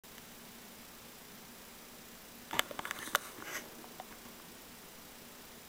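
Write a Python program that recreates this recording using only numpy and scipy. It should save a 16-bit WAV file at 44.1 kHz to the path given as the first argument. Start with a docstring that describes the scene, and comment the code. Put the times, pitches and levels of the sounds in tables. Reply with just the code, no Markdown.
"""A low hum and hiss are heard first, with the faint buzz and whine of a small handheld camera, in a quiet
room. After one light snap and a pause, a motor-driven digit clock close by rolls over to the next hour.
Its levers judder, snap and knock over a low rumble, each contact exciting the damped normal modes of a
plastic case and its base. Between the snaps come soft rubbing strokes with a ringing hiss, perhaps from
handling the camera."""
import sys
import numpy as np
from scipy import signal
from scipy.fft import rfft, irfft, next_fast_len
from scipy.io import wavfile

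SR = 44100
rng = np.random.default_rng(int(sys.argv[2]) if len(sys.argv) > 2 else 0)


def dump(signal):
    """Clip the signal to [-1, 1] and save it as 16-bit WAV at the path in sys.argv[1]."""
    limited = np.clip(np.atleast_2d(signal).T, -1, 1)
    pcm = np.round(limited * 32767).astype(np.int16)
    wavfile.write(sys.argv[1], SR, pcm)


N = 250488

# spectrum of the room's hiss: (frequency [Hz], relative density [dB])
HISS_SPECTRUM = [(21, -3), (71, -8.5), (126, -8), (191, -1.5), (261, -3), (321, -7), (401, -3.5),
                 (551, -7.5), (1110, -9.5), (3510, -13.5), (7010, -16), (11010, -17.5), (14010, -16),
                 (16010, -23.5)]
# the camera's two electronic tones: (frequency [Hz], level [dB])
WHINE_TONES = [(13184, -67.5), (15210, -63.5)]
# modes rung by the contacts and the rubbing: (frequency [Hz], t60 [s], relative level [dB])
BODY_MODES = [(504, 0.027, -20), (586, 0.032, -12), (748, 0.05, -21.5), (914, 0.027, -14),
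              (1134, 0.011, -0.5), (1454, 0.021, -8.5), (1694, 0.018, -6), (2010, 0.0088, 2.5),
              (2994, 0.012, -1), (3500, 0.0082, 1.5), (4620, .008, -9.5), (6030, 0.0053, -8),
              (6320, 0.0094, -8.5), (7260, 0.0045, -2.5), (8130, 0.0071, -10), (9740, 0.0057, -12.5),
              (11690, 0.0083, -6), (12180, 0.004, -4), (14600, .006, -10)]
# normal modes of the base the clock stands on: (frequency [Hz], t60 [s], relative level [dB])
BASE_MODES = [(89, 0.05, -8), (150, 0.023, 0.5), (218, 0.027, 2.5), (301, 0.037, -1), (400, 0.03, -4.5)]
# hard contacts of the levers: (time [s], level [dB], favoured pitch [Hz], its boost [dB], treble [dB])
LEVER_SNAPS = [(0.181, -47, 2250, 1, 0), (2.5106, -40.5, 1550, 5, -1), (2.5936, -20, 540, -0.5, -2.1),
               (2.8534, -33.5, 1660, 13, -3.5), (2.9099, -29.5, 1550, 8.5, -0.5), (2.9888, -42, 3600, 4, 3),
               (3.1495, -20.5, 1330, 15, -1.3), (3.1562, -26.5, 560, 23, 9), (3.9987, -48.5, 2800, 9, -6)]
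# the works rumble as they start and as they settle: (peak time [s], rise [s], fall [s], level [dB])
RUMBLE_SWELLS = [(2.55, 0.021, 1.8, -55), (3.52, 0.39, 0.87, -54.5)]
# spectrum of that rumble: (frequency [Hz], relative density [dB])
RUMBLE_SPECTRUM = [(41, -37), (121, -14.5), (221, -14.5), (335, -0.5), (455, -4.5), (655, -8.5),
                   (1210, -15.5), (3010, -28)]
# a lever judders twice, later the settling parts scuff: (peak time [s], rise [s], fall [s], level [dB])
JUDDER_SWELLS = [(2.531, .003, .075, -35.5), (2.59, 0.031, 0.019, -38.5), (4.112, .012, 0.042, -51.5),
                 (4.256, 0.018, .07, -53.5)]
# soft contacts: (time [s], level [dB], favoured pitch [Hz], its boost [dB], relative thud [dB])
LEVER_KNOCKS = [(2.5301, -35, 905, 18, -10), (2.541, -41, 1100, 0, 0), (2.568, -37, 880, 17, -16),
                (2.7103, -35.5, 560, 18, -15), (2.7917, -31.3, 915, 12, -10.5), (2.99, -52, 900, 4, 7),
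                (3.074, -40.5, 1610, 15, -2), (3.132, -50.5, 905, 4, 5), (3.382, -53, 1700, 6, 8.5),
                (3.4022, -49, 1710, 15, -15), (3.4234, -41, 1360, 17, -5.5), (3.8423, -44.5, 790, 28, -12),
                (3.9986, -36.5, 740, 28.5, -23), (4.1255, -49.5, 1770, 13, -9), (4.253, -54.5, 706, 4, 3),
                (4.399, -50.5, 1135, 10, -12)]
# rubbing strokes: (peak time [s], rise [s], fall [s], favoured pitch [Hz], ring [dB], hiss [dB])
RUBBING_STROKES = [(2.62, .02, 0.78, 1400, -55, -62), (2.878, 0.066, 0.056, 1380, -46.5, -52.5),
                   (2.964, 0.042, 0.065, 1950, -45, -53.5), (3.03, .06, 0.027, 1950, -42, -52),
                   (3.068, 0.061, 0.1, 1720, -51, -44), (3.255, 0.14, 0.16, 1290, -48.5, -49),
                   (3.48, 0.062, 0.11, 1780, -46, -64), (3.566, 0.1, 0.058, 1980, -39, -43)]
# hiss of the early and the late strokes: (frequency [Hz], relative density [dB])
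EARLY_HISS = [(2500, -14.5), (3750, 0), (4600, -11), (5500, -13), (6200, -1.5), (7600, -9), (8200, 0),
              (9100, -0.5), (10600, -7), (12300, -5), (14000, -18.5), (16000, -8)]
LATE_HISS = [(2500, -39), (4300, -7), (5300, -7), (6200, 3), (7300, -7), (8300, -5), (9000, -15),
             (10800, -14), (11600, -3), (13200, -6), (16000, -23)]
# narrow notches of the microphone channel: (frequency [Hz], width [Hz])
CHANNEL_NOTCHES = [(4360, 125), (6590, 130), (8690, 280), (10850, 170), (13010, 560)]


def undb(db):
    """Amplitude ratio of a level in decibels."""
    return 10 ** (np.asarray(db) / 20)


def unit(x):
    """Normalisation to rms 1."""
    return x / np.sqrt(np.mean(x ** 2))


def equal_energy(x):
    """Normalisation of a transient to the energy of 5 ms at rms 1."""
    return x * np.sqrt(.005 * SR / np.sum(x ** 2))


def colour(x, spectrum):
    """Spectral shaping by (frequency [Hz], level [dB]) points; rms 1."""
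    hz, db = np.transpose(spectrum)
    size = next_fast_len(len(x), True)
    bin_hz = np.maximum(np.fft.rfftfreq(size, 1 / SR), 1)
    gain = undb(np.interp(np.log(bin_hz), np.log(hz), db))
    return unit(irfft(rfft(x, size) * gain, size)[:len(x)])


def band(hz, width_hz):
    """Response of one resonator to white noise; rms 1."""
    return unit(signal.lfilter(*signal.iirpeak(hz, hz / width_hz, fs=SR), rng.standard_normal(N)))


def fade(t, t60):
    """Exponential damping by 60 dB in t60."""
    return np.exp(-np.log(1000) * t / t60)


def swell(peak_s, rise_s, fall_s):
    """Exponential growth by 20 dB in rise_s and decay by 20 dB in fall_s; silent below -40 dB."""
    t = np.arange(N) / SR - peak_s
    db = -20 * np.maximum(-t / rise_s, t / fall_s)
    return undb(db) * (db > -40)


def background(hiss_db=-53, hum_db=-64):
    """Broadband noise is heard as an even hiss, narrowband noise as a wavering hum."""
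    hum = band(hz=235, width_hz=6)
    hiss = colour(rng.standard_normal(N), HISS_SPECTRUM)
    return undb(hiss_db) * hiss + undb(hum_db) * hum


def camera_buzz(frame_hz=30, broad_db=-55, whistle_db=-56, burst_s=.0013):
    """Electrical interference: two noise bursts in each picture frame buzz, and two high tones whine."""
    t = np.arange(N) / SR
    frame, in_frame_s = np.divmod(t, 1 / frame_hz)
    bursts = sum(size * np.exp(-((in_frame_s - s) / burst_s) ** 2)
                 for s, size in [(.0189, 1), (.0228, .75)])
    fizz = undb(broad_db) * band(hz=5460, width_hz=6000) + undb(whistle_db) * band(hz=12460, width_hz=380)
    lower, upper = (undb(db) * np.sin(2 * np.pi * hz * t) for hz, db in WHINE_TONES)
    return bursts * fizz + lower + upper * (-1) ** frame  # the upper tone flips sign with every frame


def ring_modes(modes, spread_cycles=.45):
    """Free vibration is a sum of damped sines, here slightly detuned at random on each excitation."""
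    t = np.arange(SR // 16) / SR
    hz, t60, db = np.transpose(modes)[:, :, None]
    detune, phase = rng.standard_normal((len(modes), 2)).T[:, :, None]
    cycles = hz * (1 + .01 * detune) * t
    onset = (1 - np.exp(-cycles / spread_cycles)) ** 2  # the wave takes a cycle or two to fill the shell
    return np.sum(undb(db) * onset * fade(t, t60) * np.sin(2 * np.pi * (cycles + phase)), axis=0)


def body_ring(pitch_hz, boost_db, treble_db, bright_hz=2300, width_octaves=.36):
    """Modal excitation: the contact point favours modes near one pitch, a hard contact the high ones."""
    hz, t60, db = np.transpose(BODY_MODES)
    favoured = np.exp(-(np.log2(hz / pitch_hz) / width_octaves) ** 2)
    tilt = np.clip(1 + np.log2(hz / bright_hz), 0, 2)
    return ring_modes(np.transpose([hz, t60, db + boost_db * favoured + treble_db * tilt]))


def impact(time_s, db, pitch_hz, boost_db, treble_db, thud_db):
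    """Impulsive excitation: the case rings, the contact cracks briefly and the base thuds."""
    ring = equal_energy(body_ring(pitch_hz, boost_db, treble_db))
    t = np.arange(len(ring)) / SR
    highpass = signal.butter(4, 6000, "high", fs=SR, output="sos")
    grit = signal.sosfilt(highpass, rng.standard_normal(len(t)))
    crack_db = -14 + 2 * treble_db - boost_db / 2
    crack = undb(crack_db) * equal_energy(grit * fade(t, t60=.016))
    thud = undb(thud_db) * equal_energy(ring_modes(BASE_MODES))
    return np.pad(undb(db) * (ring + crack + thud), (int(time_s * SR), N))[:N]


def snaps():
    """A short contact has a wide spectrum: the sprung levers snap brightly and hardly move the base."""
    return sum(impact(*snap, thud_db=-36) for snap in LEVER_SNAPS)


def reverberation(x, echo_db=-25, t60=.14, cutoff_hz=4200):
    """Absorption in a small furnished room leaves weak, dull reflections that decay exponentially."""
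    t = np.arange(SR // 3) / SR
    dull_noise = signal.lfilter(*signal.butter(1, cutoff_hz, fs=SR), rng.standard_normal(len(t)))
    tail = dull_noise * fade(t, t60)
    return undb(echo_db) * signal.fftconvolve(x, tail / np.linalg.norm(tail))[:N]


def slips(per_s, spread_db):
    """Stick-slip friction as a random train of impulses of uneven size; rms 1."""
    slipping = rng.random(N) < per_s / SR
    return unit(slipping * rng.choice([-1, 1], N) * undb(spread_db * rng.standard_normal(N)))


def rumble():
    """Shot noise: soft irregular bumps merge into a low rumble while the works are moving."""
    envelope = sum(undb(db) * swell(*timing) for *timing, db in RUMBLE_SWELLS)
    return envelope * colour(slips(per_s=900, spread_db=2.5), RUMBLE_SPECTRUM)


def judder(thud_db=-4):
    """Stick-slip motion: a loaded lever creeps in coarse slips that ring the case and shake the base."""
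    creep = slips(per_s=1100, spread_db=3)
    envelope = sum(undb(db) * swell(*timing) for *timing, db in JUDDER_SWELLS)
    ring = equal_energy(body_ring(pitch_hz=850, boost_db=13, treble_db=-4.5))
    thud = undb(thud_db) * equal_energy(ring_modes(BASE_MODES))
    return envelope * unit(signal.oaconvolve(creep, ring + thud)[:N])


def knocks():
    """A soft contact excites the high modes weakly: the levers knock dully and shake the base."""
    return sum(impact(time_s, db, pitch_hz, boost_db, treble_db=-5.5, thud_db=thud_db)
               for time_s, db, pitch_hz, boost_db, thud_db in LEVER_KNOCKS)


def rubbing(late_from_s=3.4):
    """Sliding friction: soft rubbing strokes with a ringing hiss, perhaps from handling the camera."""
    out = np.zeros(N)
    grain = slips(per_s=7000, spread_db=3.5)
    for peak_s, rise_s, fall_s, pitch_hz, ring_db, hiss_db in RUBBING_STROKES:
        envelope = swell(peak_s, rise_s, fall_s)
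        moving = envelope > 0
        friction = grain[moving]
        response = body_ring(pitch_hz, boost_db=6, treble_db=-5.5)
        ring = unit(signal.fftconvolve(friction, response)[:len(friction)])
        hiss = colour(friction, EARLY_HISS if peak_s < late_from_s else LATE_HISS)
        out[moving] += envelope[moving] * (undb(ring_db) * ring + undb(hiss_db) * hiss)
    return out


def scene():
    """Superposition of the clock and the rubbing, their reflections and the steady background."""
    direct = snaps() + knocks() + judder() + rubbing() + rumble()
    return (direct + reverberation(direct) + background() + camera_buzz())[None]


def record(dry, open_s=.036, cutoff_hz=15800):
    """Linear filtering: the microphone channel opens after a moment, notches and cuts the treble."""
    x = dry * (np.arange(N) / SR > open_s)
    for hz, width_hz in CHANNEL_NOTCHES:
        x = signal.lfilter(*signal.iirnotch(hz, hz / width_hz, fs=SR), x)
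    return signal.sosfilt(signal.ellip(10, .2, 70, cutoff_hz, fs=SR, output="sos"), x)


dry = scene()
out = record(dry)
dump(out)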